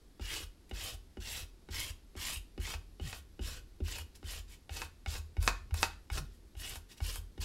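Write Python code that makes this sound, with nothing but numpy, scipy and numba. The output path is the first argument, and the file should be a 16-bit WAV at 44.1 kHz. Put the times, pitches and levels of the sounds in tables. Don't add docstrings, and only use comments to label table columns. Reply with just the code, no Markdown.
import sys
import numpy as np
from scipy import signal
from scipy.fft import rfft, irfft
from scipy.io import wavfile
from scipy.ndimage import uniform_filter1d, map_coordinates
from numba import njit

SR = 44100
rng = np.random.default_rng(int(sys.argv[2]) if len(sys.argv) > 2 else 0)


def master(y):
    cut = np.clip(np.atleast_2d(y).T, -1, 1)
    pcm = np.round(cut * 32767)
    wavfile.write(sys.argv[1], SR, pcm.astype(np.int16))


N = 328118
RING = np.arange(SR // 2) / SR

# (frequency [Hz], density [dB per Hz])
STUDIO_SPECTRUM = [(20, -6.5), (42, 3), (104, -14.5), (368, -16), (552, -26.5), (997, -31.5), (2850, -35.5),
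                   (4500, -33), (6730, -38.5), (10900, -40), (15500, -49.5)]
# (frequency [Hz], level [dB], t60 [s])
TABLE_MODES = [(80.1, 1.5, 0.17), (43, -6, 0.61)]
# (start [s], length [s], first pitch [Hz], last pitch [Hz], level [dB])
CREEP_GROANS = [(3.031, 0.067, 197, 93.5, -42), (6.194, 0.06, 168, 126, -44)]
# (time [s], level [dB], treble share [dB])
GROOVE_SNAGS = [(.346, -38.5, -5), (2.283, -34, -3), (2.298, -33, -24), (2.675, -33.5, -8),
                (2.705, -32, -16), (2.739, -28, -18), (3.128, -28, -30), (3.881, -37.5, 7),
                (3.958, -37, -18), (3.984, -32.5, 7.5), (4.335, -38, -9), (4.768, -38, 10),
                (4.818, -23.5, -26), (5.137, -37, 6), (5.152, -33, -14), (5.427, -33.5, 9.5),
                (5.477, -8, -21), (5.742, -30.5, 5.5), (5.83, -9, -32), (6.175, -31, -13),
                (6.757, -32.5, 4), (7.158, -33.5, 10)]
# (time [s], tick [dB], knock [dB], table thump [dB], ping relative to the tick [dB])
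BLADE_LANDINGS = [(.196, -53, -53, -39.5, -15), (.712, -49, -51.5, -37.5, 3),
                  (1.171, -55.5, -49.5, -40, -1), (1.688, -53.5, -54, -40, -18),
                  (2.153, -58, -54, -42, -12), (2.578, -52, -48, -34, -2), (2.998, -53, -51.5, -35.5, 3.5),
                  (3.393, -53.5, -47.5, -34, 1), (3.804, -58, -45.5, -32, -8),
                  (4.229, -57, -58, -38.5, -24), (4.694, -47, -66, -38.5, -22),
                  (5.061, -42.5, -58.5, -33, -6), (5.368, -49.5, -55, -27, -8),
                  (5.709, -54, -69, -29.5, -27), (6.101, -44, -66, -32.5, -6),
                  (6.552, -59.5, -66, -42.5, -20), (7.004, -47.5, -60, -31, -7),
                  (7.378, -53, -54.5, -34, -20)]
# (start [s], lift [s], level [dB], hardest moment [share of stroke 0-1],
# powder hiss [dB], clay body [dB], blade ring [dB], flex ring [dB])
SCRAPE_STROKES = [(.206, 0.437, -44.5, 0.57, -3, 0.5, -0.5, -1), (.729, 0.944, -45, 0.43, -3.5, 0, -3, -4),
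                  (1.2, 1.432, -44.5, 0.55, -2.5, -2, -2, -4.5),
                  (1.703, 1.905, -42.5, 0.37, -1, -2, -3, -0.5),
                  (2.162, 2.371, -42.5, 0.52, 1, -4.5, -0.5, 0.5),
                  (2.596, 2.75, -45.5, 0.4, -1, 1, -2, 2.5), (3.007, 3.19, -51, 0.38, -2, 2, -3, -3),
                  (3.407, 3.588, -49, 0.22, -2.5, 2.5, -2, -6.5),
                  (3.835, 4.016, -46, 0.54, -3, -0.5, -2, -7),
                  (4.237, 4.399, -46.5, 0.48, -2.5, -0.5, -3.5, -6.5),
                  (4.702, 4.854, -49, 0.47, -1.5, 5, -4, -6),
                  (5.071, 5.192, -44.5, 0.33, -5.5, -1, -32, -20.5),
                  (5.4, 5.497, -46.5, 1, 3, 5, -16, -14.5), (5.737, 5.862, -44, 0.8, -1, 1, -30, -30),
                  (6.112, 6.192, -42, 0.86, -1.5, 4, -30, -30),
                  (6.564, 6.771, -47.5, 0.39, 1, 1.5, -1.5, -6.5),
                  (7.011, 7.183, -45.5, 0.39, 0.5, -1.5, -4, -12),
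                  (7.4, 7.527, -40.5, 0.22, -3.5, -8, -9.5, -24)]
# (start [s], lift [s], level [dB])
RETURN_BRUSHES = [(0.691, 0.698, -55), (4.142, 4.169, -59.5), (4.469, 4.561, -59.5), (6.288, 6.374, -70.5),
                  (6.883, 6.942, -57), (6.963, 6.988, -57)]
# (hardest moment [0-1], powder hiss [dB], clay body [dB], blade ring [dB], flex ring [dB])
BRUSH_CHARACTER = (0.7, -2.5, -5, -11, -3.5)
# (frequency [Hz], level [dB], t60 [s])
CLAY_MODES = [(745, 2, 0.045), (910, 1, 0.045), (1088, 2, 0.034), (1367, -7.5, 0.095), (1562, -6, 0.13),
              (1766, -4, 0.11), (1890, -3.5, 0.045), (2554, 7.5, 0.032), (3760, -7.5, 0.032),
              (4610, -7, 0.092)]
# (frequency [Hz], level [dB], t60 [s])
KNOCK_MODES = [(200.6, -3, 0.28), (258.3, -1, 0.069), (356, 5, 0.11), (593, -14.5, 0.081)]
# (frequency [Hz], level [dB])
BELLY_MODES = [(750, -5.5), (2600, -2), (3650, 1.5), (4750, 0), (7300, -0.5)]
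# (nominal frequency [Hz], level [dB])
WALL_MODES = [(800, 4.5), (1430, 0.5), (2180, -3.5), (2850, 0), (3700, -4.5), (5000, -8.5)]
# (time [s], level [dB])
HOLLOWNESS = [(4.4, -1), (4.7, 1), (6.2, -3.5), (6.6, -4)]
# (time [s], nominal frequency [Hz])
PING_PITCH = [(4.2, 2906), (5.06, 2200)]
# (mid-stroke frequency [Hz], rise over a stroke [share], width [Hz])
BLADE_RING = (3000, .08, 320)
FLEX_RING = (2100, .55, 380)
# (frequency [Hz], density [dB per Hz])
RASP_SPECTRUM = [(300, -23), (950, 7), (1300, 0.5), (2600, 1.5), (5500, 7.5), (7000, -5.5), (15000, -9)]
POWDER_SPECTRUM = [(2500, -22), (5000, -22.5), (6500, 9), (8000, 11), (9300, 12), (12000, 12), (13500, 5),
                   (16000, -6)]
BODY_SPECTRUM = [(60, 12), (250, -5), (450, 1), (700, -2), (1050, 0), (1500, 1), (2300, -19.5),
                 (5000, -71.5)]
SNAP_SPECTRUM = [(200, -10), (600, -5), (1400, -1), (2600, -6), (3200, -12.5), (4000, -6.5), (8000, -15.5),
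                 (15000, -41)]
TICK_SPECTRUM = [(500, -4.5), (2500, -3), (9000, -22), (15000, -32)]


def undb(db):
    return 10 ** (np.asarray(db) / 20)


def unit(response):
    return response / np.sqrt(np.sum(response ** 2))


def through(x, response):
    return signal.fftconvolve(x, response)[:len(x)]


def add(track, s, sound):
    i = int(s * SR)
    track[i:i + len(sound)] += sound[:max(N - i, 0)]


def colour(points, size=len(RING)):
    hz, db = np.transpose(points)
    grid = np.maximum(np.fft.rfftfreq(size, 1 / SR), 1)
    gain = undb(np.interp(np.log(grid), np.log(hz), db))
    cepstrum = irfft(np.log(gain))
    cepstrum[1:size // 2] *= 2
    cepstrum[size // 2 + 1:] = 0
    return unit(irfft(np.exp(rfft(cepstrum))))


def modes(mode_table):
    total = np.zeros(len(RING))
    for k, (hz, db, t60) in enumerate(mode_table):
        decay = undb(db - 60 * RING / t60)
        total += (-1) ** k * decay * np.sin(2 * np.pi * hz * RING)
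    return total


def walk(rate, count):
    step = max(int(SR / rate), 1)
    points = rng.standard_normal(count // step + 2)
    return np.interp(np.arange(count) / step, np.arange(len(points)), points)


@njit
def resonance(x, hz, width):
    y, band, low = np.empty(len(x)), 0., 0.
    for i in range(len(x)):
        g, k = np.tan(np.pi * hz[i] / SR), width / hz[i]
        v = (band + g * (x[i] - low)) / (1 + g * (g + k))
        band, low, y[i] = 2 * v - band, low + 2 * g * v, k * v
    return y


def hollow(s):
    return np.interp(s, *np.transpose(HOLLOWNESS))


def studio():
    air_db, whine_db = -59, -87
    whine_hz, whine_width_hz = 11300.0, 40.0
    air = through(rng.standard_normal(N), colour(STUDIO_SPECTRUM))
    whine = resonance(rng.standard_normal(N), np.full(N, whine_hz), whine_width_hz)
    return undb(air_db) * air + undb(whine_db) * whine / np.std(whine)


def room(x):
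    early_db, wet_db, treble_db = -8, -10, -1
    early_t60, low_t60, high_t60 = 0.11, 0.31, 0.27
    first_s, split_hz = 0.0028, 5000
    noise = rng.standard_normal((3, len(RING))) * (RING > first_s)
    low = signal.sosfilt(signal.butter(2, split_hz, fs=SR, output="sos"), noise[0])
    high = signal.sosfilt(signal.butter(2, split_hz, "high", fs=SR, output="sos"), noise[1])
    fade = -np.log(1000) * RING
    tail = low * np.exp(fade / low_t60) + undb(treble_db) * high * np.exp(fade / high_t60)
    early = noise[2] * np.exp(fade / early_t60)
    return x + through(x, undb(early_db) * unit(early) + undb(wet_db) * unit(tail))


def table():
    lag_s, push_s, drag_s = 0.01035, 0.0094, 0.17
    thump_db, drag_db, rebound_db = 5.5, -11, 7
    rock = modes(TABLE_MODES)
    push = np.sin(np.pi * np.minimum(RING / push_s, 1)) ** 2
    thump = through(rock, push / push.sum())
    out = np.zeros(N)
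    for s, _, _, db, _ in BLADE_LANDINGS:
        drag = rng.standard_normal(len(RING)) * np.exp(-RING / drag_s)
        tremble = through(drag, unit(rock))
        add(out, s + lag_s, undb(db) * (undb(thump_db) * thump + undb(drag_db) * tremble))
    for _, lift, db, *_ in SCRAPE_STROKES:
        add(out, lift - push_s, -undb(db + rebound_db) * thump)
    return out


def creeping():
    out = np.zeros(N)
    for s, length, first_hz, last_hz, db in CREEP_GROANS:
        progress = np.minimum(RING / length, 1)
        pitch = first_hz * (last_hz / first_hz) ** progress
        phase = 2 * np.pi * np.cumsum(pitch) / SR
        cycles = np.sin(phase) + 0.15 * np.sin(2 * phase)
        swell = np.sqrt(4 * progress * (1 - progress))
        add(out, s, undb(db) * swell * cycles)
    return out


def crack(points, chatter_s, chatter_db):
    chatter = rng.standard_normal(len(RING)) * np.exp(-RING / chatter_s)
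    force = undb(chatter_db) * unit(chatter)
    force[0] += 1
    hz, db = np.transpose(points)
    grid = np.fft.rfftfreq(len(RING), 1 / SR)[1:]
    ripple = 10 * np.log10(uniform_filter1d(np.abs(rfft(force)) ** 2, size=60)[1:])
    wanted = np.interp(np.log(grid), np.log(hz), db)
    return unit(through(force, colour(np.column_stack([grid, wanted - ripple]))))


def snags():
    snap_db, clay_db, chips_db = 10, -2.5, -8
    hard_db, hard_span_db = -14, 16
    snap_s, stutter_s = 0.0022, 0.0038
    clay = unit(modes(CLAY_MODES))
    out = np.zeros(N)
    for s, db, treble in GROOVE_SNAGS:
        lightness = np.clip((hard_db - db) / hard_span_db, 0, 1)
        chatter_s = snap_s + lightness * (stutter_s - snap_s)
        snap = crack(SNAP_SPECTRUM, chatter_s, chatter_db=17)
        chips = undb(treble + chips_db) * crack(POWDER_SPECTRUM, chatter_s=0.0028, chatter_db=6)
        add(out, s, undb(db + snap_db) * (snap + chips + undb(clay_db + hollow(s)) * clay))
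    return out


def landings():
    tick_db, wall_db, knock_db, clay_db, ping_db = 21, 3, 5, -8, 2
    wall_t60, ping_t60 = 0.031, 0.028
    most_damping = 18
    clay = unit(modes(CLAY_MODES))
    out = np.zeros(N)
    for s, tick, blow, _, ring in BLADE_LANDINGS:
        grip = 1 + .025 * rng.uniform(-1, 1)
        hold = rng.random()
        ping_hz = np.interp(s, *np.transpose(PING_PITCH)) * grip
        ping = unit(modes([(ping_hz, 0, ping_t60)]))
        wall = unit(modes([(hz * grip, db, wall_t60) for hz, db in WALL_MODES]))
        knock = modes(KNOCK_MODES) * np.exp(-RING * most_damping * hold)
        touch = crack(TICK_SPECTRUM, chatter_s=0.0029, chatter_db=20)
        touch += undb(wall_db) * wall + undb(clay_db + hollow(s)) * clay
        touch += undb(ping_db + ring) * ping
        add(out, s, undb(tick + tick_db) * touch - undb(blow + knock_db) * knock)
    return out


def grit(count, rate=9000, spread_db=1.0):
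    breaks = rng.random(count) < rate / SR
    size = undb(spread_db * np.minimum(rng.exponential(size=count), 5))
    size = size * rng.choice([-1, 1], count)
    judder_db = 3.0 * walk(330, count)
    patches_db = 2.94 * walk(55, count)
    force = breaks * size * undb(judder_db + patches_db)
    return force / np.std(force)


def blade(force, progress, hz, bend, width_hz):
    waver = 1 + .035 * walk(30, len(force))
    centre = hz * waver * (1 + bend * (progress - .5))
    ring = resonance(force, centre, float(width_hz))
    return ring / np.std(ring)


def effort(progress, crest):
    bite_db, ease_db = -15.5, -8.5
    arch_power = 1.96
    crest = np.clip(crest, .1, .9)
    before = np.maximum(1 - progress / crest, 0)
    after = np.maximum((progress - crest) / (1 - crest), 0)
    return bite_db * before ** arch_power + ease_db * after ** arch_power


def near_echoes(x, progress):
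    nearest_s, farthest_s = 0.000459, 0.0028
    echo_db, travel, count = -14, 0.253, 3
    index = np.arange(len(x))
    out = x.copy()
    for place, direction in rng.random((count, 2)):
        lag = nearest_s + place * (farthest_s - nearest_s)
        lag = lag * (1 + travel * (2 * direction - 1) * progress)
        out += undb(echo_db) * map_coordinates(x, [index - lag * SR], order=3)
    return out / np.sqrt(1 + count * undb(echo_db) ** 2)


def scraping():
    attack_s, release_s = 0.0042, 0.0098
    rasp_db, powder_db, body_db, ring_db, flex_db = -4.5, -6.5, -3, -3, -5.5
    knock_db, clay_db, belly_db, belly_t60 = -13, -10, -3, 0.0025
    brighten_db, deepen_db = 4, 8
    count = len(RING)
    rasp, powder = colour(RASP_SPECTRUM), colour(POWDER_SPECTRUM)
    thud = colour(BODY_SPECTRUM) + undb(knock_db) * unit(modes(KNOCK_MODES))
    clay = unit(modes(CLAY_MODES))
    belly = unit(modes([(hz, db, belly_t60) for hz, db in BELLY_MODES]))
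    brushes = [(*brush, *BRUSH_CHARACTER) for brush in RETURN_BRUSHES]
    out = np.zeros(N)
    for start, lift, db, crest, hiss, low, ring, flex in SCRAPE_STROKES + brushes:
        length = lift - start
        progress = np.clip(RING / length, 0, 1)
        contact = np.minimum(RING / attack_s, 1) * np.exp(-np.maximum(RING - length, 0) / release_s)
        pressure = contact * undb(db + effort(progress, crest))
        force = grit(count, rate=5000, spread_db=2.4)
        steel = undb(ring + ring_db) * blade(grit(count), progress, *BLADE_RING)
        steel += undb(flex + flex_db) * blade(grit(count), progress, *FLEX_RING)
        sound = through(force * pressure, undb(rasp_db) * rasp) + steel * pressure
        sound += through(grit(count) * pressure * undb(belly_db + hollow(start)), belly)
        powder_gain = undb(hiss + powder_db + brighten_db * progress)
        sound += through(grit(count) * pressure * powder_gain, powder)
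        body = thud + undb(clay_db + hollow(start)) * clay
        body_gain = undb(low + body_db + deepen_db * (progress - 1))
        sound += through(force * pressure * body_gain, body)
        add(out, start, near_echoes(sound, progress))
    return out


def scene():
    tool = room(scraping() + landings() + snags())
    return (tool + table() + creeping() + studio())[None]


def record(dry):
    return signal.sosfilt(signal.ellip(10, .1, 60, 15750, fs=SR, output="sos"), dry)


dry = scene()
out = record(dry)
master(out)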